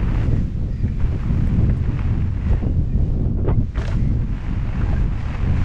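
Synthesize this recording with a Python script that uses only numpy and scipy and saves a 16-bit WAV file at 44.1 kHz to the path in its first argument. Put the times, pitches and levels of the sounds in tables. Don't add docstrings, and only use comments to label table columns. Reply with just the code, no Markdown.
import sys
import numpy as np
from scipy import signal
from scipy.fft import rfft, irfft
from scipy.io import wavfile
from scipy.ndimage import uniform_filter1d, minimum_filter1d

SR = 44100
rng = np.random.default_rng(int(sys.argv[2]) if len(sys.argv) > 2 else 0)


def materialize(psi):
    bounded = np.clip(np.atleast_2d(psi).T, -1, 1)
    quanta = np.round(bounded * 32767).astype(np.int16)
    wavfile.write(sys.argv[1], SR, quanta)


N = 248724
TIME = np.arange(N) / SR
FREQS = np.fft.rfftfreq(N, 1 / SR)

# frequency in Hz, relative level in dB.
SWELL_TONE = [(8, -6.5), (18, -2), (28, 1.5), (55, 0), (85, -3), (120, -19), (250, -50.5), (600, -100)]
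BUFFET_TONE = [(45, -41.5), (80, -0.5), (115, 2), (160, -5.5), (205, -7.5), (280, -15.5), (400, -33),
               (800, -66), (2000, -100)]
EDDY_TONE = [(120, -23.5), (230, -5.5), (320, 1), (480, -6), (700, -15.5), (1100, -25.5), (2000, -39.5),
             (5000, -49), (12000, -85)]
BLAST_TONE = [(60, 3), (200, 11), (450, 11), (800, -7.5), (1300, -16), (2000, -22), (3100, -30),
              (4500, -57), (9000, -76.5)]
CRACK_TONE = [(300, -15), (700, 11), (1300, 7), (2000, -9), (3200, -15), (4500, -35), (9000, -63)]
ROAR_TONE = [(200, -25), (500, -2.5), (1000, 0), (1400, -4), (1800, -4), (2700, -8.5), (3600, -21.5),
             (5000, -28), (8000, -43), (15000, -62)]
GRIT_TONE = [(400, 2), (1100, 10.5), (2400, 7), (3400, 2), (4500, -0.5), (5050, -1.5), (6300, -4),
             (7200, -5.5), (8500, -14), (10000, -20.5), (13000, -35), (16000, -50)]
CLATTER_TONE = [(200, -18.5), (600, 8), (1000, 3.5), (1700, 5), (2300, -3.5), (3200, -6.5), (4500, -17),
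                (6500, -17), (9000, -31), (12000, -58), (16000, -57.5)]
SCRAPE_TONE = [(2000, -4), (3900, 0.5), (5000, 4), (6300, 0), (8500, 0), (11000, -10.5), (15000, -38.5)]
FIZZ_TONE = [(7000, -20.5), (10500, -7), (13000, -9), (15500, -6.5)]

# time in seconds, dB above the usual force.
AIR_FORCE = [(0.0, -23), (0.32, 6.5), (0.46, -4), (1.22, -4), (1.32, 4), (1.68, 5), (1.78, 0), (2.15, 0),
             (2.35, -5.5), (2.8, 1.5), (3.25, -3), (3.62, 2), (3.68, -13), (4.05, 4.5), (4.35, -4),
             (4.55, -1), (4.7, -2.5), (4.95, -3.5), (5.28, -5), (5.64, -1.5)]
# peak time and length in seconds, then swell, buffet and eddy levels in dB.
GUSTS = [(0.1, 0.6, -19.5, -24.5, -34), (0.285, 0.031, -25, -17.5, -28), (0.335, 0.057, -20, -24, -33),
         (0.635, 0.13, -31, -29.5, -40), (0.851, 0.037, -21, -18, -36), (1.053, 0.098, -14.5, -26, -36),
         (1.148, 0.063, -28, -24.5, -31), (1.31, 0.052, -25, -22, -37), (1.615, 0.07, -18.5, -18.5, -29.5),
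         (1.698, 0.029, -22, -13, -28.5), (2.158, 0.21, -30.5, -22, -38), (2.472, 0.03, -20, -20.5, -53),
         (2.529, 0.064, -13.5, -26, -30), (2.667, 0.093, -24.5, -24.5, -28),
         (2.792, 0.045, -23, -18.5, -51), (3.018, 0.19, -20, -27.5, -37.5),
         (3.241, 0.24, -29, -23.5, -31.5), (3.51, 0.046, -17, -19, -36), (3.599, 0.058, -40, -17.5, -45),
         (3.81, 0.1, -45, -29, -32.5), (4.0, 0.16, -21, -26.5, -52), (4.824, 0.064, -22.5, -23, -32.5),
         (4.912, 0.1, -18.5, -28, -38), (5.027, 0.15, -19.5, -25, -36.5), (5.492, 0.18, -19, -23, -35),
         (5.611, 0.042, -14.5, -20, -37)]
# time and length in seconds, level change in dB.
LULLS = [(0.775, 0.038, -2.5), (1.1, 0.03, -4.5), (1.21, 0.071, -2.5), (1.766, 0.027, 0), (2.02, 0.052, -3),
         (2.882, 0.042, -3), (3.744, 0.04, -2.5), (4.269, 0.036, -5), (4.41, 0.064, -8), (5.2, 0.056, -1),
         (5.378, 0.044, -4.5)]
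# peak time and length in seconds, level in dB.
BLASTS = [(0.33, 0.0077, -22), (2.639, 0.012, -30), (3.4, 0.048, -28.5), (3.432, 0.0067, -32),
          (3.453, 0.029, -30), (3.481, 0.048, -23.5), (3.485, 0.01, -23), (3.51, 0.013, -21),
          (3.623, 0.01, -29)]
# start in seconds, level in dB, fade time in seconds.
CRACKS = [(3.4865, -20.5, 0.0058), (3.4993, -27, 0.0084)]
# time in seconds, roar level in dB.
TYRE_LOAD = [(0.0, -40.5), (0.22, -39.5), (1.01, -45), (1.6, -46), (1.79, -50), (2.0, -41.5), (2.3, -49),
             (2.5, -45), (2.6, -46), (4.0, -58), (4.23, -50.5), (4.44, -43), (4.58, -45), (4.82, -40.5),
             (5.02, -45), (5.11, -46), (5.2, -42), (5.33, -39.5), (5.49, -41.5), (5.64, -37)]
# take-off and touch-down in seconds, fading of the roar in dB per second.
JUMPS = [(0.235, 0.966, 82.5), (2.595, 3.76, 132)]
# time in seconds, level in dB.
AIR_HISS = [(0.0, -69), (0.33, -53.5), (0.52, -61.5), (1.4, -58.5), (2.35, -63.5), (2.98, -63.5),
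            (3.07, -61), (3.17, -64.5), (3.36, -70), (3.95, -56.5), (4.25, -64), (4.45, -59), (4.66, -64.5),
            (4.84, -59), (5.0, -56.5), (5.1, -63), (5.22, -56), (5.64, -63.5)]
# start in seconds, level in dB, the crunch's fade time in seconds, pitch in Hz.
KNOCKS = [(0.079, -31, 0.0063, 1260), (0.155, -28.5, 0.003, 1205), (0.2247, -31, 0.0036, 1500),
          (0.238, -32, 0.0015, 2400), (0.3285, -23.5, 0.003, 483), (0.365, -39.5, 0.0053, 1090),
          (0.878, -38, 0.01, 1920), (1.234, -30.5, 0.0034, 1136), (1.696, -26.5, 0.0053, 1890),
          (1.856, -30.5, 0.003, 1840), (1.9913, -25, 0.0025, 1150), (1.991, -26, 0.002, 2190),
          (2.533, -24.5, 0.0025, 850), (3.746, -42.5, 0.013, 2000), (3.756, -31.5, 0.0075, 1910),
          (3.773, -22, 0.0026, 1380), (3.78, -24.5, 0.0043, 770), (3.779, -32.5, 0.0033, 3600),
          (3.792, -31, 0.005, 890), (3.81, -30.5, 0.0081, 702), (3.815, -26, 0.0061, 1765),
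          (3.817, -34, 0.0025, 5540), (3.837, -32.5, 0.004, 1150), (3.8523, -19.5, 0.0026, 1580),
          (3.851, -25.5, 0.0022, 3500), (3.869, -31.5, 0.0022, 6630), (3.8772, -28, 0.0039, 5020),
          (3.8795, -29, 0.012, 670), (3.914, -32, 0.013, 1910), (3.925, -35, 0.02, 934),
          (4.812, -29.5, 0.01, 1340), (4.928, -28, 0.0089, 850)]
# pitch in Hz, level in dB, seconds to fade by 60 dB.
FRAME_NOTES = [(671, 17, 0.07), (1640, -0.5, 0.09), (1760, 7, 0.09), (2400, -7.5, .04), (2780, -6.5, 0.02),
               (4470, -11, .04), (5950, -13.5, .02), (8400, -11.5, .03)]
# start in seconds, level in dB.
THUMPS = [(3.777, -5.5), (3.851, -32)]
# peak time and length in seconds, then coarse grain and grit spray levels in dB.
SCRAPES = [(0.28, 0.16, -64, -62), (2.5, 0.068, -74, -60.5), (3.804, 0.06, -67, -52),
           (3.888, 0.15, -61, -51), (5.63, 0.11, -67, -55.5)]
# start and length in seconds, first and last pitch in Hz, level in dB.
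TREAD_NOTES = [(4.827, 0.11, 813, 820, -42.5), (4.832, 0.13, 1580, 1594, -50),
               (4.925, 0.081, 1535, 1696, -46), (4.97, 0.085, 1656, 1546, -50)]
# start in seconds, pitch in Hz, level in dB, rise time in seconds.
PINGS = [(1.4715, 8560, -56, 0.0004), (1.768, 8200, -54, 0.004), (2.533, 8200, -62, 0.001)]
# start and length in seconds, first and last pitch in Hz, level in dB, pitch spread in Hz.
WHISTLES_AND_RINGS = [(0.277, 0.14, 1930, 1900, -49, 160), (0.65, 0.29, 1850, 2030, -56.5, 220),
                      (.7, 0.15, 5100, 4640, -63, 400), (.66, 0.41, 2440, 2280, -58.5, 220),
                      (2.38, 0.26, 2020, 1770, -52, 130), (2.41, 0.43, 2610, 2900, -64, 240),
                      (2.85, 0.14, 2560, 2320, -63.5, 70), (2.818, 0.24, 1860, 1840, -61, 59),
                      (3.495, 0.06, 1870, 2190, -50, 90), (3.501, 0.052, 1000, 1134, -47, 60),
                      (3.955, 0.19, 1970, 2130, -53, 300), (5.14, 0.14, 5060, 4950, -64, 450)]
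# time in seconds, level in dB.
FIZZ_LEVELS = [(0.0, -71), (0.3, -74), (0.75, -81), (1.05, -75), (1.38, -71.5), (1.7, -92)]


def wind():
    swell = steadied(colour(noise(), SWELL_TONE), span_s=0.072)
    buffet = steadied(colour(noise(), BUFFET_TONE), span_s=0.045)
    ragged = gain_of(3.87 * evened(swell + buffet) + 0.33 * flutter(hz=45))
    eddies = steadied(colour(noise() * ragged, EDDY_TONE), span_s=0.02)
    eddies *= wind_strength(base_db=-39.5, follow=0.79, waver_db=1.4, gust_column=4)
    swell *= wind_strength(base_db=-21, follow=0.43, waver_db=1, gust_column=2)
    buffet *= wind_strength(base_db=-25, follow=0.94, waver_db=0.99, gust_column=3)
    return gain_of(0.14) * swell + gain_of(1.62) * buffet + gain_of(-2.0) * eddies


def wind_strength(base_db, follow, waver_db, gust_column):
    force_db = np.interp(TIME, *np.transpose(AIR_FORCE))
    stream = gain_of(base_db + follow * force_db + waver_db * flutter(hz=10.4))
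    gusts = sum(gain_of(gust[gust_column]) * bump(*gust[:2]) for gust in GUSTS)
    lulls = gain_of(sum(db * bump(peak, length) for peak, length, db in LULLS))
    return lulls * np.hypot(stream, gusts)


def air_blasts():
    ragged = noise() * gain_of(5.2 * flutter(hz=220))
    rush = steadied(colour(ragged, BLAST_TONE), span_s=0.015)
    return rush * sum(gain_of(db) * bump(peak, length) for peak, length, db in BLASTS)


def air_cracks():
    slap = steadied(colour(noise(), CRACK_TONE), span_s=0.004)
    return slap * sum(gain_of(db) * strike(start, 0.002, fade) for start, db, fade in CRACKS)


def tyres():
    ground = flutter(hz=67.4)
    crushing = noise() + 1.03 * grains(per_s=800, spread_db=3)
    roar = colour(crushing * gain_of(1.3 * ground + 0.7 * flutter(hz=23)), ROAR_TONE)
    spray = noise() + 0.5 * grains(per_s=1800, spread_db=0)
    hiss = colour(spray * gain_of(0.29 * ground), GRIT_TONE)
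    rolling = level(TYRE_LOAD) * ground_contact()
    scraped_up = sum(gain_of(db) * bump(peak, length) for peak, length, _, db in SCRAPES)
    thrown_grit = gain_of(-19) * rolling + scraped_up
    return gain_of(0.75) * roar * rolling + gain_of(6.5) * hiss * np.hypot(thrown_grit, level(AIR_HISS))


def ground_contact(return_s=0.033):
    share = np.ones(N)
    for take_off, touch_down, db_per_s in JUMPS:
        fading = gain_of(-db_per_s * np.maximum(TIME - take_off, 0))
        returning = np.clip((TIME - touch_down) / return_s, 0, 1)
        share *= np.maximum(fading, returning)
    return share


def knocks(focus_db=7.5, clack_cycles=1.5):
    t = TIME[:SR // 4]
    frame = sum(gain_of(db - 60 * t / fade) * np.sin(2 * np.pi * hz * t) for hz, db, fade in FRAME_NOTES)
    clatter = rfft(colour(noise(), CLATTER_TONE))
    hardest_db = max(row[1] for row in KNOCKS)
    blows = np.zeros(N)
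    for start, db, fade, hz in KNOCKS:
        octaves_away = abs(np.log2((FREQS + 1) / hz))
        pitched = irfft(clatter * gain_of(-focus_db * np.log2(1 + 3 * octaves_away)), N)
        crunch = steadied(pitched, span_s=0.0033) * strike(start, 0.0011, fade)
        clack = np.sin(2 * np.pi * hz * (TIME - start)) * strike(start, 0.00093, clack_cycles / hz)
        hardness = gain_of(6 + 0.5 * (db - hardest_db))
        blows += gain_of(db) * (hardness * clack + crunch)
    ring = evened(signal.oaconvolve(blows, frame)[:N]) * blows.std()
    return gain_of(-1.2) * (blows + gain_of(-11) * ring)


def landing(hz=62, rise_s=0.0027, fade_s=0.0078):
    return sum(gain_of(db) * strike(start, rise_s, fade_s) * np.sin(2 * np.pi * hz * (TIME - start))
               for start, db in THUMPS)


def scrapes():
    slip = sum(gain_of(db) * bump(peak, length) for peak, length, db, _ in SCRAPES)
    return colour(grains(per_s=3400, spread_db=0), SCRAPE_TONE) * slip


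def tread_hum():
    return sum(fuzzy_tone(*row, spread_hz=45) for row in TREAD_NOTES)


def pings(overtones=(1.41, 1.29), ring_s=0.0056, chink_s=0.0018, grit_s=0.012):
    bright = [(4000, -42), (8000, 8), (12000, -3), (15000, -13)]
    chink = gain_of(5) * colour(noise(), bright)
    grit = gain_of(-5) * colour(grains(per_s=2500, spread_db=-1), bright)
    ticks = np.zeros(N)
    for start, hz, db, rise in PINGS:
        phase = 2 * np.pi * hz * TIME
        ring = np.sin(phase) + 0.35 * sum(np.sin(phase * ratio) for ratio in overtones)
        for part, fade in (ring, ring_s), (chink, chink_s), (grit, grit_s):
            ticks += gain_of(db) * part * strike(start, rise, fade)
    return ticks


def whistles_and_rings():
    return sum(fuzzy_tone(*row) for row in WHISTLES_AND_RINGS)


def fizz():
    return colour(noise() + 0.6 * grains(per_s=2500, spread_db=2), FIZZ_TONE) * level(FIZZ_LEVELS)


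def fuzzy_tone(start, length, first_hz, last_hz, db, spread_hz):
    pitch = np.interp(TIME, [start, start + length], [first_hz, last_hz])
    arch = np.sin(np.pi * np.clip((TIME - start) / length, 0, 1))
    note = resonate(resonate(noise(), pitch, spread_hz), pitch, spread_hz)
    return gain_of(db) * arch * steadied(note, span_s=0.082)


def resonate(x, pitch, spread_hz):
    turn = np.exp(2j * np.pi * np.cumsum(pitch) / SR)
    feedback = np.exp(-np.pi * spread_hz / SR)
    return 2 * (turn * signal.lfilter([1 - feedback], [1, -feedback], x / turn)).real


def noise():
    return rng.standard_normal(N)


def grains(per_s, spread_db):
    size = gain_of(spread_db * np.minimum(rng.exponential(1, N), 4))
    return evened(size * rng.choice([-1, 1], N) * (rng.random(N) < per_s / SR))


def flutter(hz):
    return evened(irfft(rfft(noise()) / (1 + (FREQS / hz) ** 4), N))


def colour(x, tone):
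    hz, db = np.transpose(tone)
    gains = gain_of(np.interp(np.log(FREQS + 1), np.log(hz), db))
    return evened(irfft(rfft(x) * gains, N))


def steadied(x, span_s):
    size = int(span_s * SR)
    power = uniform_filter1d(uniform_filter1d(x ** 2, size), size)
    return x / np.sqrt(abs(power) + 1e-9)


def strike(start, rise_s, fade_s):
    age = np.maximum(TIME - start, 0)
    return (1 - np.exp(-age / rise_s)) * np.exp(-age / fade_s)


def bump(peak, length):
    return np.exp(-np.minimum((2 * (TIME - peak) / length) ** 2, 50))


def level(rows):
    return gain_of(np.interp(TIME, *np.transpose(rows), left=-200, right=-200))


def evened(x):
    return x / np.sqrt(np.mean(x ** 2) + 1e-20)


def gain_of(db):
    return 10 ** (np.asarray(db) / 20)


def scene():
    return (wind() + air_blasts() + air_cracks() + whistles_and_rings() + tyres() + fizz()
            + scrapes() + tread_hum() + knocks() + pings() + landing())[None]


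def record(dry, ceiling_db=-7, limiter_s=0.019, top_hz=15700):
    size = int(limiter_s * SR)
    needed = np.minimum(1, gain_of(ceiling_db) / (abs(dry) + 1e-9))
    held = minimum_filter1d(needed, 2 * size)
    limited = dry * uniform_filter1d(uniform_filter1d(held, size), size)
    treble_cut = signal.cheby1(12, 0.05, top_hz, fs=SR, output="sos")
    return signal.sosfiltfilt(treble_cut, limited, padlen=2000)


dry = scene()
out = record(dry)
materialize(out)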